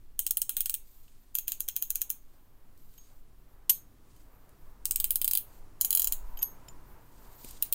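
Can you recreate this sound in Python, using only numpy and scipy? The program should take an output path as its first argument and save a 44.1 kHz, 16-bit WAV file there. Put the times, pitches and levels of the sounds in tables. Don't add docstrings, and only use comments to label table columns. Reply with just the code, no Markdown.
import sys
import numpy as np
from scipy import signal
from scipy.fft import rfft, irfft
from scipy.io import wavfile
from scipy.ndimage import uniform_filter1d

SR = 44100
rng = np.random.default_rng(int(sys.argv[2]) if len(sys.argv) > 2 else 0)


def wav_record(signal):
    frames = np.transpose(np.atleast_2d(signal))
    bounded = np.clip(frames, -1, 1)
    quanta = np.round(bounded * 32767).astype(np.int16)
    wavfile.write(sys.argv[1], SR, quanta)


def invert_db(level):
    return 10 ** (np.asarray(level, dtype=float) / 20)


N = 341334

# frequency in Hz, level in dB.
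AIR_COLOUR = [(4, 2.5), (12, 16), (25, -3.5), (45, -2), (70, -56)]
DRONE_COLOUR = [(35, 5.5), (60, 2), (120, -0.5), (190, -8.5), (280, -6), (450, -15), (650, -33)]
TYRE_COLOUR = [(350, 1), (600, 1.5), (780, 1), (920, 1), (1150, -0.5), (1800, -7.5), (3000, -18.5),
               (5000, -55.5)]
WHINE_COLOUR = [(780, -43), (880, -7.5), (950, -3), (1030, -5.5), (1150, -40)]
# centre in seconds, length in seconds, level in dB.
PUFFS = [(0.03, 0.2, -47), (.67, 0.027, -58), (2.25, 0.24, -58.5), (2.87, 0.12, -61), (3.5, 0.02, -52),
         (4.68, 0.086, -49.5), (5.62, .08, -46.5), (6.08, 0.064, -32), (6.26, 0.11, -35), (6.77, 0.15, -48),
         (7.55, 0.08, -42)]
# time in seconds, tyre roar in dB.
VEHICLE = [(0, -71), (1.5, -69.5), (2.8, -68.5), (4.0, -65), (4.9, -60.5), (5.7, -61), (6.35, -53.5),
           (7.0, -57), (7.74, -60)]
# frequency in Hz, level in dB.
RUSTLE_COLOUR = [(9000, -24.5), (11500, -23), (12500, -11.5), (14500, -8), (15600, -16.5), (16200, -43)]
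RUB_COLOUR = [(1180, -42.5), (2000, -10.5), (4810, -3.5), (5370, -7.5), (6890, -2.5), (8970, -2.5),
              (11500, -14.5), (15000, -40)]
# centre in seconds, length in seconds, fine rustle in dB, coarse rub in dB.
SLIDES = [(.98, 0.3, -72, -73), (2.31, 0.11, -75, -81), (2.822, 0.045, -72, -80), (3.02, 0.14, -70, -70),
          (4.162, 0.096, -70.5, -73), (4.55, 0.31, -81.5, -87), (5.537, 0.065, -70, -70),
          (6.35, .2, -69, -77), (6.878, 0.29, -77, -83), (7.246, 0.13, -66, -68.5),
          (7.49, 0.093, -57, -55.5), (7.664, 0.048, -69, -60.5)]
# fine level in dB, coarse level in dB.
HOLD_DB = (-80.5, -90.5)
# time in seconds, peak level in dB.
STROKES = [
    [(0.1911, -12.5), (0.265, -12.5), (0.3079, -12), (0.3702, -14.5), (0.4166, -12.5), (0.4929, -13.5),
     (0.5668, -14), (0.6057, -14), (0.6576, -17), (0.6955, -17), (0.7404, -17.5)],
    [(1.3517, -16), (1.3851, -16.5), (1.4799, -17.5), (1.5188, -17.5), (1.6046, -15.5), (1.686, -16),
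     (1.7633, -13), (1.8236, -14), (1.9035, -14), (1.9558, -15), (2.0162, -14), (2.1015, -14.5)],
    [(4.8542, -14), (4.9091, -13), (4.9585, -13.5), (4.9999, -13.5), (5.0418, -11), (5.1061, -11),
     (5.1565, -10), (5.2149, -13), (5.2443, -12), (5.2772, -12.5), (5.3107, -12.5), (5.3336, -13),
     (5.3511, -12.5), (5.3725, -13)],
    [(5.8107, -11.5), (5.8471, -12), (5.9055, -9.5), (5.9274, -14), (5.9494, -10), (5.9723, -13),
     (5.9953, -10), (6.0187, -13.5), (6.0437, -14.5), (6.0721, -13), (6.1225, -10.5)],
    [(7.6237, -10.5), (7.725, -8.5)],
]
# level of the slip in dB, change of the hops in dB.
GRIPS = [(-44, -2.5), (-22, -5), (-34, -2), (-34, -1), (-38, -1.5)]
# thud, body and gear in dB, drift of body and of gear in dB/s.
STROKE_WEIGHTS = [(-45.5, -40.5, -29, -1.5, -9.5), (-47, -40, -37, -6.5, 6.5), (-42.5, -38, -28, 3, -6),
                  (-43.5, -34.5, -29.5, -18.5, -12), (-45, -39.5, -31.5, -1.5, -5)]
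# delay in seconds, level in dB, length in seconds.
HOPS = [(.0046, -13, .0003), (.0079, -6, .0003), (.0111, -8, .0003)]
# frequency in Hz, level in dB.
SNAP_COLOUR = [(1200, -45), (2200, -16.5), (3500, -31.5), (5500, -4), (8500, -2), (12500, -27), (15000, 3),
               (16500, -8)]
# frequency in Hz, T60 in seconds, level in dB in each stroke.
THUD_MODES = [(1140, 0.015, -11.5, -27, -14, -3.5, -9), (1460, 0.025, 30, 12.5, -2.5, 14.5, 0),
              (2120, 0.01, -25.5, -4, -4.5, 10, 3)]
BODY_MODES = [(2760, 0.0092, -32.5, 4, -30, -37, -9), (3220, 0.0079, 3.5, 10, 6, 11.5, -4),
              (3624, 0.016, -8.5, 0.5, 3, -8, -10), (4030, 0.029, -8.5, 2, 4.5, 11, -4),
              (4640, 0.012, -30, 0, 6, 7.5, -10)]
GEAR_MODES = [(5525, 0.0068, -4, -52, -12.5, -7.5, -10), (6530, 0.024, -7, -6.5, -10.5, -31, -23),
              (7000, 0.0061, 2.5, -1, -6.5, 5.5, -2), (7680, 0.0057, -9, -12, -10, -36, -20),
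              (8340, 0.0081, 12.5, -5, 3, 4.5, 3), (8850, 0.011, 7.5, -4, 3, 1.5, 0),
              (9460, 0.021, -6.5, -3, 2.5, -12, 4.5)]
PAWL_MODES = [(10455, 0.0032, -4, -34, -9, 9, 7), (11030, 0.0045, -12.5, 12, -9, -3.5, 3),
              (11850, 0.0038, -15, -2, -9, 10, 13.5), (12620, 0.011, -3, -23, -1.5, 9.5, 6),
              (13370, 0.0015, -25.5, 26.5, -17, -2, -1.5), (14700, 0.0024, 0, 9, 1.5, 15, 19),
              (14700, 0.003, -10.5, 7.5, -27, -19, 2.5), (15480, .004, -21, -26, -31, -10.5, -0.5)]
PART_TRIM_DB = (-2, 11, 14, 3.5)
STROKE_RING_DB = (-43, -39, -50, -50, -56)
# frequency in Hz, T60 in seconds, level in dB.
LOW_RING = [(6525, 0.22, 10), (7165, 0.11, -13)]
HIGH_RING = [(11880, .045, 0), (11915, .16, -10), (12040, .16, -10), (12120, .045, -4), (12750, .02, -20)]
BODY_RING = [(3090, .026, 0), (2800, .009, -7), (1000, .04, -30), (1800, .014, -30), (3700, .008, -5),
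             (4800, .008, -5)]
# frequency in Hz, T60 in seconds, level in dB.
HANDLE_RING = [(3950, .1, -46), (4110, .12, -43)]
# time in seconds, crack peak in dB, low, high and body ring in dB.
TICKS = [(1.08, -58, -75, -75, -54), (2.776, -53.5, -85, -94, -81), (2.939, -50, -82, -71, -68),
         (3.6945, -17, -52, -24, -34.5), (3.6965, -6.5, -42, -22, -25), (4.163, -54, -78, -65, -62),
         (4.492, -49.5, -84, -84, -77), (7.446, -31.5, -90, -62, -58), (7.487, -39, -90, -54, -72),
         (7.509, -33, -90, -51, -77)]
SCRAPES = [(2.978, -48, -53.5, -45.5, -55.5), (3.7, -13, -39, -13, -33), (6.371, -43, -59, -35.5, -42),
           (6.389, -49, -39, -39, -47), (6.413, -49, -70, -44, -47), (6.4195, -40, -60, -31, -58),
           (6.426, -22, -43.5, -14.5, -45), (6.682, -42.5, -90, -65, -42.5)]
# frequency in Hz, level in dB.
CRACK_COLOUR = [(1100, -48), (2300, -36), (3000, -13), (6000, -9), (9000, -5), (12000, -4), (15000, -1),
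                (16300, -25)]
# time in seconds, level in dB, frequency in
# Hz, T60 in seconds.
SINGLE_MODES = [(5.812, -37, 7000, 0.08), (5.848, -37, 7000, .11), (3.697, -47.5, 300, .03),
                (3.697, -44.5, 1001, 0.067), (7.445, -39.5, 2450, .012), (6.426, -51, 1800, 0.045),
                (6.686, -32.5, 5330, 0.0076), (6.685, -41.5, 7165, 0.043), (6.69, -51, 7000, 0.091),
                (7.444, -43, 244, 0.048), (7.445, -44.5, 370, 0.037), (7.446, -45, 515, 0.031)]
# band centre in Hz, T60 in seconds, level in dB.
ROOM_BANDS = [(1200, 0.33, -28), (3200, 0.23, -22), (5200, 0.18, -25.5), (7000, 0.21, -20),
              (9700, 0.19, -20.5), (14150, 0.18, -20.5)]
# frequency in Hz, level in dB.
MIC_HISS = [(1000, -72.5), (3000, -72.5), (6000, -79), (10000, -76.5), (16000, -74.5)]


def colour(x, points):
    hz, db = np.transpose(points)
    f = np.fft.rfftfreq(x.shape[-1], 1 / SR) + 1
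    gain = invert_db(np.interp(np.log(f), np.log(hz), db, -120, db[-1]))
    return irfft(rfft(x) * gain, x.shape[-1])


def unit(x):
    return x / np.abs(x).max(axis=-1, keepdims=True)


def highpass(x, hz):
    return signal.sosfilt(signal.butter(4, hz, "high", fs=SR, output="sos"), x)


def decay(t, t60):
    return np.exp(-np.log(1000) * t / t60)


def ring(hz, t60, db, size):
    t = np.arange(size) / SR
    hz, t60, db = (np.asarray(v)[..., None] for v in (hz, t60, db))
    return (invert_db(db) * decay(t, t60) * np.sin(2 * np.pi * hz * t)).sum(axis=-2)


def add(track, s, sound):
    i = int(s * SR)
    track[i:i + len(sound)] += sound[:N - i]


def walk(rate):
    k = int(SR / rate)
    held = np.repeat(rng.standard_normal(N // k + 1), k)
    return uniform_filter1d(uniform_filter1d(held, k), k)[:N]


def hiss(points, gain, rate, patchy_db):
    x = colour(rng.standard_normal(N), points)
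    return x / x.std() * gain * invert_db(patchy_db * walk(rate))


def swells(rows, rest_db):
    t = np.arange(N) / SR
    return invert_db(rest_db) + sum(invert_db(db) * np.exp(-((t - s) / length) ** 2) for s, length, db in rows)


def stirred_air():
    return hiss(AIR_COLOUR, swells(PUFFS, -49.5), rate=6, patchy_db=2.5)


def passing_vehicle():
    roar_db = np.interp(np.arange(N) / SR, *np.transpose(VEHICLE))
    swell_db = roar_db + 71
    drone = hiss(DRONE_COLOUR, invert_db(-67 + 0.62 * swell_db), rate=7, patchy_db=1.8)
    whine = hiss(WHINE_COLOUR, invert_db(-108 + 2.5 * swell_db), rate=5, patchy_db=5.0)
    tyres = hiss(TYRE_COLOUR, invert_db(roar_db - 5.5), rate=11, patchy_db=2.4)
    return drone + whine + tyres


def gloves():
    slides = np.array(SLIDES)
    fine = swells(slides[:, [0, 1, 2]], HOLD_DB[0])
    coarse = swells(slides[:, [0, 1, 3]], HOLD_DB[1])
    return hiss(RUSTLE_COLOUR, fine, rate=16, patchy_db=4.5) + hiss(RUB_COLOUR, coarse, rate=90, patchy_db=2.5)


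SLIP_S = .009


def contact(slip_db, hop_db):
    rise_s, seat_s, settle_s, settle_db = .0003, .0023, .008, -10.5
    slip_lead_s, slip_length_s = .0048, .0018
    t = np.arange(1536) / SR - SLIP_S
    after = np.maximum(t, 0)
    seating = np.exp(-(after / seat_s) ** 3)
    rattle = invert_db(settle_db) * np.exp(-after / settle_s)
    force = (1 - np.exp(-(after / rise_s) ** 2)) * (seating + rattle)
    slip_gain = invert_db(slip_db + 3 * rng.standard_normal())
    force += slip_gain * np.exp(-((t + slip_lead_s) / slip_length_s) ** 2)
    for s, db, length in HOPS:
        louder, later = rng.standard_normal(2)
        hop = np.exp(-((t - s - .00015 * later) / length) ** 2)
        force += invert_db(db + hop_db + 2.5 * louder) * hop
    return force * rng.standard_normal(len(t))


def head_part(part, grip, touch):
    glove_t60_s = .01
    hz, t60, *grips = np.transpose(part)[..., None]
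    detune, scatter = rng.standard_normal((2, len(part), 1))
    response = ring(hz * (1 + .008 * detune), np.minimum(t60, glove_t60_s), 0 * hz, size=1024)
    modes = signal.fftconvolve(touch[None], response)
    modes *= invert_db(grips[grip] + 1.5 * scatter) / modes.std(axis=1, keepdims=True)
    return unit(highpass(modes.sum(axis=0), 0.81 * hz.min()))


def pawl_drops():
    out = np.zeros(N)
    low_ring = highpass(ring(*np.transpose(LOW_RING), size=16384), 7400)
    handle = highpass(ring(*np.transpose(HANDLE_RING), size=8192), 3000)
    parts = THUD_MODES, BODY_MODES, GEAR_MODES, PAWL_MODES
    for grip, stroke in enumerate(STROKES):
        thud_db, body_db, gear_db, body_drift, gear_drift = STROKE_WEIGHTS[grip]
        for s, peak_db in stroke:
            touch = contact(*GRIPS[grip])
            start = s - SLIP_S
            add(out, start, invert_db(peak_db - 13) * unit(colour(touch, SNAP_COLOUR)))
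            since = s - stroke[0][0]
            levels = thud_db, body_db + body_drift * since, gear_db + gear_drift * since, peak_db
            for part, db, trim_db in zip(parts, levels, PART_TRIM_DB):
                add(out, start, invert_db(db + trim_db) * head_part(part, grip, touch))
            add(out, s, invert_db(peak_db + STROKE_RING_DB[grip]) * low_ring)
            add(out, s, invert_db(peak_db) * handle)
    return out


def knocks():
    cracks, rings = np.zeros(N), np.zeros(N)
    t = np.arange(2048) / SR
    fade = np.cos(np.pi / 2 * t / t[-1]) ** 2
    for rows, length in ((TICKS, .002), (SCRAPES, .004)):
        for s, crack_db, *ring_db in rows:
            envelope = np.exp(-t / length) * (1 - np.exp(-t / (0.27 * length)))
            burst = rng.standard_normal(len(t)) * envelope
            add(cracks, s, invert_db(crack_db) * unit(colour(burst, CRACK_COLOUR)) * fade)
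            for db, modes in zip(ring_db, (LOW_RING, HIGH_RING, BODY_RING)):
                hz, t60, mode_db = np.transpose(modes)[..., None]
                driven = signal.fftconvolve(burst[None], ring(hz, t60, 0 * hz, size=12000))
                free = (unit(driven) * invert_db(mode_db)).sum(axis=0)
                add(rings, s, invert_db(db) * unit(highpass(free, .8 * hz.min())))
    return cracks, rings


def single_modes():
    out = np.zeros(N)
    onset = 1 - np.exp(-np.arange(4096) / SR / .001)
    for s, db, hz, t60 in SINGLE_MODES:
        add(out, s, ring([hz], [t60], [db], size=4096) * onset)
    return out


def room(x):
    t = np.arange(16384) / SR
    f, centres = np.fft.rfftfreq(len(t), 1 / SR), np.transpose(ROOM_BANDS)[0]
    build_up = 1 - np.exp(-t / .003)
    answer = np.zeros(len(t))
    for k, (hz, t60, db) in enumerate(ROOM_BANDS):
        share = np.interp(f, centres, np.arange(len(ROOM_BANDS)) == k)
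        band = irfft(rfft(rng.standard_normal(len(t))) * np.sqrt(share), len(t))
        answer += invert_db(db - 16.5) * band * decay(t, t60) * build_up
    return signal.fftconvolve(x, answer)[:N]


def scene():
    background = stirred_air() + passing_vehicle() + gloves()
    clicks = pawl_drops()
    cracks, rings = knocks()
    rings += single_modes()
    blur, share = walk(2000), .92
    scatter = np.sqrt(1 - share) + np.sqrt(share) * blur / blur.std()
    sent = (clicks + cracks) * scatter + invert_db(-7) * rings
    return (clicks + cracks + rings + room(sent) + background)[None]


def top_cut(x):
    return signal.sosfilt(signal.butter(12, 16810, fs=SR, output="sos"), x)


def record(dry):
    x = dry + colour(rng.standard_normal(N), MIC_HISS)
    mix = signal.sosfilt(signal.cheby1(8, .5, 15650, fs=SR, output="sos"), x)
    return top_cut(mix)


dry = scene()
out = record(dry)
wav_record(out)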